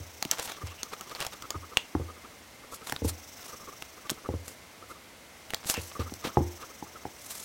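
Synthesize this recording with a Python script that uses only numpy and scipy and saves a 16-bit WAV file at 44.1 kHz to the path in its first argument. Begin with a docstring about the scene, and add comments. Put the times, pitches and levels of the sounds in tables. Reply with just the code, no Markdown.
"""A faint hush and the thin hiss of a camera's focus drive, then the ticks and rubs of its dangling strap.
Kittens are pouncing on the strap in a quiet carpeted room. The fittings strike the camera's shell,
tugs jolt it, and the webbing rasps, swishes and squeaks by friction. Each landing excites the modes
of the wooden floor under the carpet, which knocks and booms. Close to the microphone,
a lens motor whirrs faintly in brief moves."""
import sys
import numpy as np
from scipy import signal
from scipy.fft import rfft, irfft
from scipy.io import wavfile

SR = 44100
rng = np.random.default_rng(int(sys.argv[2]) if len(sys.argv) > 2 else 0)


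def transcribe(u):
    """Save the signal u as a 16-bit wav file named by the first command-line argument.

    u: samples, shape (n,) or (channels, n), limited to [-1, 1]; the rate is SR.
    q: integer samples, one column per channel.
    """
    v = np.clip(np.atleast_2d(u).T, -1, 1)
    q = np.round(v * 32767).astype(np.int16)
    wavfile.write(sys.argv[1], SR, q)


N = 328104
TIME = np.arange(N) / SR
AGE = np.arange(2 ** 15) / SR   # time since an impact

# the strap's edge dragging over the shell: middle t/s, length/s, level/dB
EDGE_DRAGS = [(0.326, 0.035, -40.5), (0.394, 0.038, -41), (0.44, 0.074, -45), (0.499, 0.047, -41),
              (0.676, 0.02, -45), (0.932, 0.02, -45.5), (1.107, 0.029, -46.5), (1.159, 0.014, -43.5),
              (1.234, 0.062, -40), (1.333, 0.014, -40), (2.901, 0.071, -50), (3.456, 0.16, -53.5),
              (5.767, 0.056, -43), (6.01, 0.031, -40.5), (6.262, 0.037, -42), (6.633, 0.042, -52.5)]


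def from_db(db):
    """Amplitude grows tenfold for every 20 dB."""
    return 10 ** (np.asarray(db) / 20)


def rms_one(x):
    """Division by the root mean square gives unit power."""
    return x / np.sqrt(np.mean(x ** 2) + 1e-20)


def blow(x, db):
    """Scale an impact so that its energy, spread over 10 ms, has this level."""
    return from_db(db) * x * np.sqrt(.01 * SR / np.sum(x ** 2))


def add(out, t, x):
    """Superposition: x adds to out from time t."""
    at = max(0, round(t * SR))
    out[at:at + len(x)] += x[:len(out) - at]


def fade(t60):
    """Damping gives an exponential decay, 60 dB in t60 seconds."""
    return np.exp(-np.log(1000) * np.minimum(AGE / t60, 10))


def ring(hz, t60):
    """The impulse response of one mode is a damped sinusoid."""
    return np.sin(2 * np.pi * hz * AGE) * fade(t60)


def resonate(force, response):
    """Forced vibration: the force convolved with an impulse response, at unit power."""
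    return rms_one(signal.oaconvolve(force, response)[:N])


def colour(x, spectrum):
    """A causal, minimum-phase filter shapes x to a spectrum of rows f/Hz, gain/dB."""
    hz, db = np.transpose(spectrum)
    size = 2 ** 12
    bin_hz = np.arange(size // 2 + 1) * SR / size
    gain = from_db(np.interp(np.log(bin_hz + 1), np.log(hz), db))
    cepstrum = irfft(np.log(gain)) * (1 + np.sign(size // 2 - np.arange(size)))
    cepstrum[0] /= 2
    return signal.oaconvolve(x, irfft(np.exp(rfft(cepstrum))))[:len(x)]


def drift(per_s):
    """Random fluctuation: straight lines between Gaussian values of spread 1."""
    knots = rng.standard_normal(2 ** 13)
    return np.interp(TIME * per_s, np.arange(len(knots)), knots)


def swell(t, length):
    """A flat-topped power envelope centred on t; length is its width at half power."""
    return 1 / (1 + (2 * (TIME - t) / length) ** 8)


def stroke_power(strokes, stretch):
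    """Incoherent sounds add in power: the sum of strokes that each swell and fade."""
    return sum(swell(t, stretch * length) * from_db(db) ** 2 for t, length, db in strokes)


def contact(t60, grit):
    """A contact force is an impulse followed by a brief, dying scrape."""
    force = grit * rng.standard_normal(len(AGE)) * fade(t60)
    force[0] += 1
    return force[:2 ** 13]


def background(hush_db=-51.5, whine_db=-67.5):
    """Broadband noise of room and microphone is a hush; a narrow band of noise is a hoarse whine."""
    # spectrum of the hush: f/Hz, gain/dB
    hush_spectrum = [(25, -24.5), (70, 3), (150, -5), (260, 0), (380, -4.5), (560, -1.5), (900, -5),
                     (1800, -7.5), (2100, -4), (2400, -8), (6000, -13.5), (10000, -17), (16000, -23)]
    hush = rms_one(colour(rng.standard_normal(N), hush_spectrum))
    whine = resonate(rng.standard_normal(N), ring(hz=2105, t60=.09))
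    return from_db(hush_db) * hush + from_db(whine_db) * whine


def focus_drive(steps_per_s=23.5, wander_cycles=.98, depth=.6, gain_db=1.5):
    """Amplitude modulation: the focus steps to and fro, breaking its thin hiss into quick puffs."""
    # course of the hiss: t/s, relative level/dB
    hiss_levels = [(0.0, -55.5), (0.41, -55), (0.74, -56.5), (1.04, -55.5), (2.42, -64.5), (2.8, -68),
                   (2.96, -55.5), (3.5, -51), (3.92, -57.5), (5.12, -71), (5.8, -54.5), (6.55, -52.5),
                   (7.04, -58.5), (7.44, -55)]
    # spectrum of the hiss: f/Hz, gain/dB
    hiss_spectrum = [(2500, -17), (4700, -14), (5400, 0), (6300, 0), (7100, -11), (8000, -6), (9300, -17),
                     (14500, -9)]
    cycles = steps_per_s * TIME + wander_cycles * drift(1.8)
    puffs = rms_one(1 + depth * np.tanh(2 * np.sin(2 * np.pi * cycles) + .5))
    hiss = rms_one(colour(rng.standard_normal(N), hiss_spectrum))
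    level_db = np.interp(TIME, *np.transpose(hiss_levels)) + gain_db
    return from_db(level_db) * puffs * hiss


def footfalls(hind_hardness_db=-.5):
    """A pounce is two impacts, forepaws then soft hind paws; a step is one: t/s, level/dB, hardness/dB."""
    # pounces: t/s, level/dB, hardness/dB, hind delay/s, hind level/dB
    pounces = [(1.951, -21.5, 5, .047, -29.5), (3.02, -29.5, -1.5, 0.027, -23), (4.289, -26, 3, 0.05, -30),
               (5.994, -29.5, -4.5, 0.016, -43), (6.371, -15, 10, .035, -23.5)]
    # single paws: t/s, level/dB, hardness/dB
    steps = [(.002, -46, -10.5), (.633, -42, -12), (1.552, -37.5, -5.5), (2.924, -35, 13.5),
             (5.777, -30, 2), (6.121, -36.5, 4), (6.825, -37, 13.5), (7.053, -34.5, 14.5)]
    fore = [(t, db, hardness_db) for t, db, hardness_db, _, _ in pounces]
    hind = [(t + delay, db, hind_hardness_db) for t, _, _, delay, db in pounces]
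    return fore + hind + steps


def paws(boom_db=1, knock_db=-.5, slap_db=-15, scatter_db=4, detune=.015):
    """Impact excites the modes of floor and boards and slaps the carpet; hard paws trade boom for slap."""
    # modes of the whole floor span: f/Hz, relative level/dB, t60/s
    floor_modes = [(83.5, -2, .31), (97, 2, .17), (122, -4, .11)]
    # modes of the boards under the paw: f/Hz, relative level/dB, t60/s
    board_modes = [(136.5, -7, 0.088), (199, -6.5, 0.054), (240.4, 2, 0.031), (298, 5, 0.038),
                   (344, -17, 0.31), (374.4, -3, 0.038), (451, -1, 0.039), (524, -18, 0.13)]
    # spectrum of a paw slapping carpet: f/Hz, gain/dB
    slap_spectrum = [(250, -22), (450, -11), (620, -6), (810, 2), (960, -3), (1250, -17), (2000, -31),
                     (7000, -62)]
    out = np.zeros(N)
    boom = sum(from_db(db) * ring(hz, t60) for hz, db, t60 in floor_modes) * (1 - fade(.04))
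    for t, level_db, hardness_db in footfalls():
        spot = rng.standard_normal((len(board_modes), 2))   # every spot of the floor answers differently
        knock = sum(from_db(db + scatter_db * size) * ring(hz * (1 + detune * pitch), t60)
                    for (hz, db, t60), (size, pitch) in zip(board_modes, spot))
        knock *= 1 - fade(.012)   # the carpet cushions the start
        slap = colour(contact(t60=.016, grit=.12), slap_spectrum)
        add(out, t, from_db(level_db + boom_db - hardness_db) * boom)
        add(out, t, blow(knock, level_db + knock_db))
        add(out, t, blow(slap, level_db + slap_db + hardness_db))
    return out


def rattles(per_s=20, tries=4, centre_hz=3380, relative_db=-3, spread_db=2):
    """Small impacts fall at random within each drag: t/s, f/Hz, level/dB, sharpness/dB."""
    taps = []
    for t, length, drag_db in EDGE_DRAGS:
        chances, scatter = rng.random((tries, 2)), rng.standard_normal((tries, 3))
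        for (luck, place), (pitch, size, sharp_db) in zip(chances, scatter):
            if luck < per_s * length / tries:
                hz = centre_hz * 2 ** (.25 * pitch)
                db = drag_db + relative_db - spread_db * size
                taps.append((t + length * (place - .5), hz, db, sharp_db))
    return taps


def fitting_ticks(ring_db=-1, thud_ref_db=-35.5, thud_ref_hz=3230, thud_db_per_octave=-24.5):
    """Hard impact: the fitting rings, the shell thuds, the contact cracks; sharp taps crack more."""
    # strap fittings tapping the camera: t/s, ring f/Hz, level/dB, sharpness/dB
    taps = [(0.226, 2080, -34.5, 5), (.251, 3000, -41.5, -3), (.3129, 3930, -26, 5.5),
            (0.3965, 2000, -41, 5.5), (.8316, 3530, -37, 5.5), (1.01, 2880, -44.5, 1),
            (1.1502, 4500, -47.5, -7.5), (1.2042, 3500, -39.5, 2), (1.2118, 2740, -42, -6),
            (1.2659, 3380, -37.5, 1.5), (1.423, 3200, -45, 2), (1.5053, 3400, -38.5, 6.5),
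            (1.7715, 2870, -22, -5.5), (2.8967, 3530, -40, 1), (2.9233, 1680, -36, -2.5),
            (2.9632, 3820, -42.5, -7), (3.8232, 2800, -43, -3), (4.096, 3200, -36, -2),
            (4.1011, 3580, -33, 2.5), (4.4801, 2770, -48, 5.5), (5.505, 2920, -43, -3.5),
            (5.5362, 1900, -38, -3.5), (5.5452, 3430, -33.5, 2.5), (5.699, 2920, -29, 2.5),
            (5.7405, 3120, -41.5, 8), (6.1386, 3200, -52, 11.5)]
    # response of the shell: f/Hz, gain/dB
    shell_spectrum = [(60, 5.5), (300, 1), (900, 8), (2100, -1), (3200, -9.5)]
    # spectrum of the contact's crack: f/Hz, gain/dB
    crack_spectrum = [(2200, -8.5), (4300, 5.5), (5800, 6.5), (7800, 5.5), (9500, -3.5), (13000, -6),
                      (16000, -2)]
    out = np.zeros(N)
    for t, hz, db, sharp_db in taps + rattles():
        # heavier fittings ring lower and thud more
        thud_db = thud_ref_db + thud_db_per_octave * np.log2(hz / thud_ref_hz)
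        thud = colour(contact(t60=.016, grit=1), shell_spectrum)
        ringing = ring(hz, .007) + .6 * ring(hz * 1.17, .004)
        crack = colour(contact(t60=.01, grit=1), crack_spectrum)
        add(out, t, blow(thud, min(thud_db, db + 2)))   # never far above the tap itself
        add(out, t, blow(ringing, db - sharp_db + ring_db))
        add(out, t, blow(crack, db + sharp_db))
    return out


def strap_jolts():
    """The strap snaps taut and passes an impulse to the camera, which bumps dully."""
    # tugs on the strap: t/s, level/dB
    tugs = [(0.254, -35.5), (4.116, -33), (5.658, -41), (6.246, -32), (6.271, -34)]
    # response of the jolted camera: f/Hz, gain/dB
    bump_spectrum = [(50, -8), (150, 2), (280, -0.5), (600, -9), (1500, -40), (6000, -55)]
    out = np.zeros(N)
    for t, db in tugs:
        bump = colour(contact(t60=.034, grit=.69), bump_spectrum)
        add(out, t, blow(bump, db))
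    return out


def fibres(spectrum, per_s, spread_db, hiss):
    """Friction noise: woven fibres catch and let go in tiny, uneven slips over a smooth hiss."""
    slips = (rng.random(N) < per_s / SR) * rng.choice([-1, 1], N)
    sizes = from_db(spread_db * np.minimum(rng.exponential(1, N), 5))
    force = rms_one(slips * sizes) + hiss * rng.standard_normal(N)
    return rms_one(colour(force, spectrum))


def strap_rubbing(rasp_db=-.5, swish_db=.5, crackle_db=-15.5, uneven_db=5, slack_lengths=7):
    """Sliding friction rasps in the shell and swishes on its surface; the slack strap crackles."""
    # the strap's flat side sliding quickly past: middle t/s, length/s, level/dB
    slides = [(.445, 0.038, -38.5), (2.74, 0.049, -49), (2.9, 0.082, -51), (3.082, 0.049, -42),
              (3.48, 0.076, -54.5), (4.107, 0.01, -28.5), (4.5, 0.086, -52), (4.905, 0.034, -53),
              (5.7, 0.059, -35), (5.84, 0.16, -50.5), (7.34, 0.24, -47.5)]
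    # spectrum of the rasp in the shell: f/Hz, gain/dB
    rasp_spectrum = [(60, -16), (500, -1), (1150, 2), (1900, -4), (3400, -3.5), (5500, -9), (8000, -19),
                     (16000, -36)]
    # spectrum of the swish on its surface: f/Hz, gain/dB
    swish_spectrum = [(1800, -21), (4000, -6.5), (7500, -2), (10000, -4), (13000, -5.5), (16000, -14.5)]
    # shares of power: a drag mostly rasps, a slide mostly swishes
    drag_swish, slide_rasp = from_db(-11) ** 2, from_db(-7.5) ** 2
    drag, slide = stroke_power(EDGE_DRAGS, stretch=1), stroke_power(slides, stretch=.98)
    rasp_power = drag + slide_rasp * slide
    swish_power = slide + drag_swish * drag
    slack_power = stroke_power(EDGE_DRAGS, slack_lengths) + slide_rasp * stroke_power(slides, slack_lengths)
    rasp = np.sqrt(rasp_power) * fibres(rasp_spectrum, per_s=2500, spread_db=.5, hiss=.49)
    swish = np.sqrt(swish_power) * fibres(swish_spectrum, per_s=8800, spread_db=2, hiss=.85)
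    crackle = np.sqrt(slack_power) * fibres(rasp_spectrum, per_s=98, spread_db=3.5, hiss=.096)
    rubbing = from_db(rasp_db) * rasp + from_db(swish_db) * swish
    return rubbing * from_db(uneven_db * drift(110)) + from_db(crackle_db) * crackle


def strap_squeaks(length_s=.05, t60=.005):
    """Quick stick and slip gives a hoarse, narrow band of sound."""
    # webbing squeaking as it drags: middle t/s, f/Hz, level/dB
    squeaks = [(.54, 3500, -53), (.70, 2800, -51), (.81, 2900, -50), (5.765, 2660, -40.5)]
    slips = rng.standard_normal(N)
    return sum(from_db(db) * np.sqrt(swell(t, length_s)) * resonate(slips, ring(hz, t60))
               for t, hz, db in squeaks)


def lens_motor(gain_db=8, move_s=.021, whine_hz=1220, rise_hz=80, buzz_gain=1.15):
    """Pitch follows speed: the whine rises in each move, while the gears drive the barrel's modes."""
    # larger moves of the motor: middle t/s, relative level/dB
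    whirrs = [(0.624, -49.5), (0.934, -49), (1.121, -52.5), (1.445, -50), (1.556, -47), (1.728, -54),
              (2.098, -53), (2.25, -55), (2.733, -50.5), (3.539, -52.5), (3.686, -50.5), (4.06, -53.5),
              (4.258, -49.5), (4.913, -51), (6.016, -43.5), (6.295, -51), (6.634, -51), (6.961, -52)]
    # resonances of the motor in the lens barrel: f/Hz, bandwidth/Hz, relative level/dB
    barrel_modes = [(500, 130, -4), (1180, 200, 0)]
    # the lens feels its way: a small move before and after each larger one
    nudges = [(t + side * rng.uniform(.03, .1), db + rng.normal(-7.5, 1.5))
              for t, db in whirrs for side in (-1, 1)]
    moves = whirrs + nudges
    barrel = sum(from_db(db) * np.sqrt(width) * ring(hz, t60=np.log(1000) / (np.pi * width))
                 for hz, width, db in barrel_modes)
    buzz = resonate(rng.standard_normal(N), barrel)
    progress = sum(swell(t, 2 * move_s) * (TIME - t) / move_s for t, _ in moves)
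    pitch_hz = whine_hz + rise_hz * (progress + drift(150))
    whine = np.sqrt(2) * np.sin(2 * np.pi * np.cumsum(pitch_hz) / SR)
    power = sum(swell(t, move_s) * from_db(db) ** 2 for t, db in moves)
    return from_db(gain_db) * np.sqrt(power) * rms_one(whine + buzz_gain * buzz)


def room(x, t60):
    """Reverberation: diffuse reflections build up after the direct sound and decay exponentially."""
    # spectrum of the reflections: f/Hz, gain/dB
    echo_spectrum = [(90, -24), (250, 0), (3000, -2), (16000, -6)]
    reflections = rng.standard_normal(len(AGE)) * fade(t60) * (1 - fade(.012))
    tail = colour(reflections, echo_spectrum)
    return signal.oaconvolve(x, tail / np.sqrt(np.sum(tail ** 2)))[:N]


def scene(floor_echo_db=-16, strap_echo_db=-17):
    """Floor and strap, their reverberation, the lens and the background superpose in one channel."""
    bass_cut = signal.butter(4, 68, "high", fs=SR, output="sos")   # the landings carry little deep bass
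    landings = signal.sosfilt(bass_cut, paws())
    lens_and_hush = lens_motor() + focus_drive() + background()
    strap = strap_rubbing() + strap_squeaks() + strap_jolts() + fitting_ticks()
    floor_echo = from_db(floor_echo_db) * room(landings, t60=.38)
    strap_echo = from_db(strap_echo_db) * room(strap, t60=.2)
    return (landings + strap + floor_echo + strap_echo + lens_and_hush)[None]


def record(dry):
    """Soft saturation rounds the peaks; a steep low-pass filter cuts the treble above 16 kHz."""
    low_pass = signal.ellip(10, .2, 70, 16000, fs=SR, output="sos")
    return signal.sosfilt(low_pass, np.tanh(dry))


dry = scene()
out = record(dry)
transcribe(out)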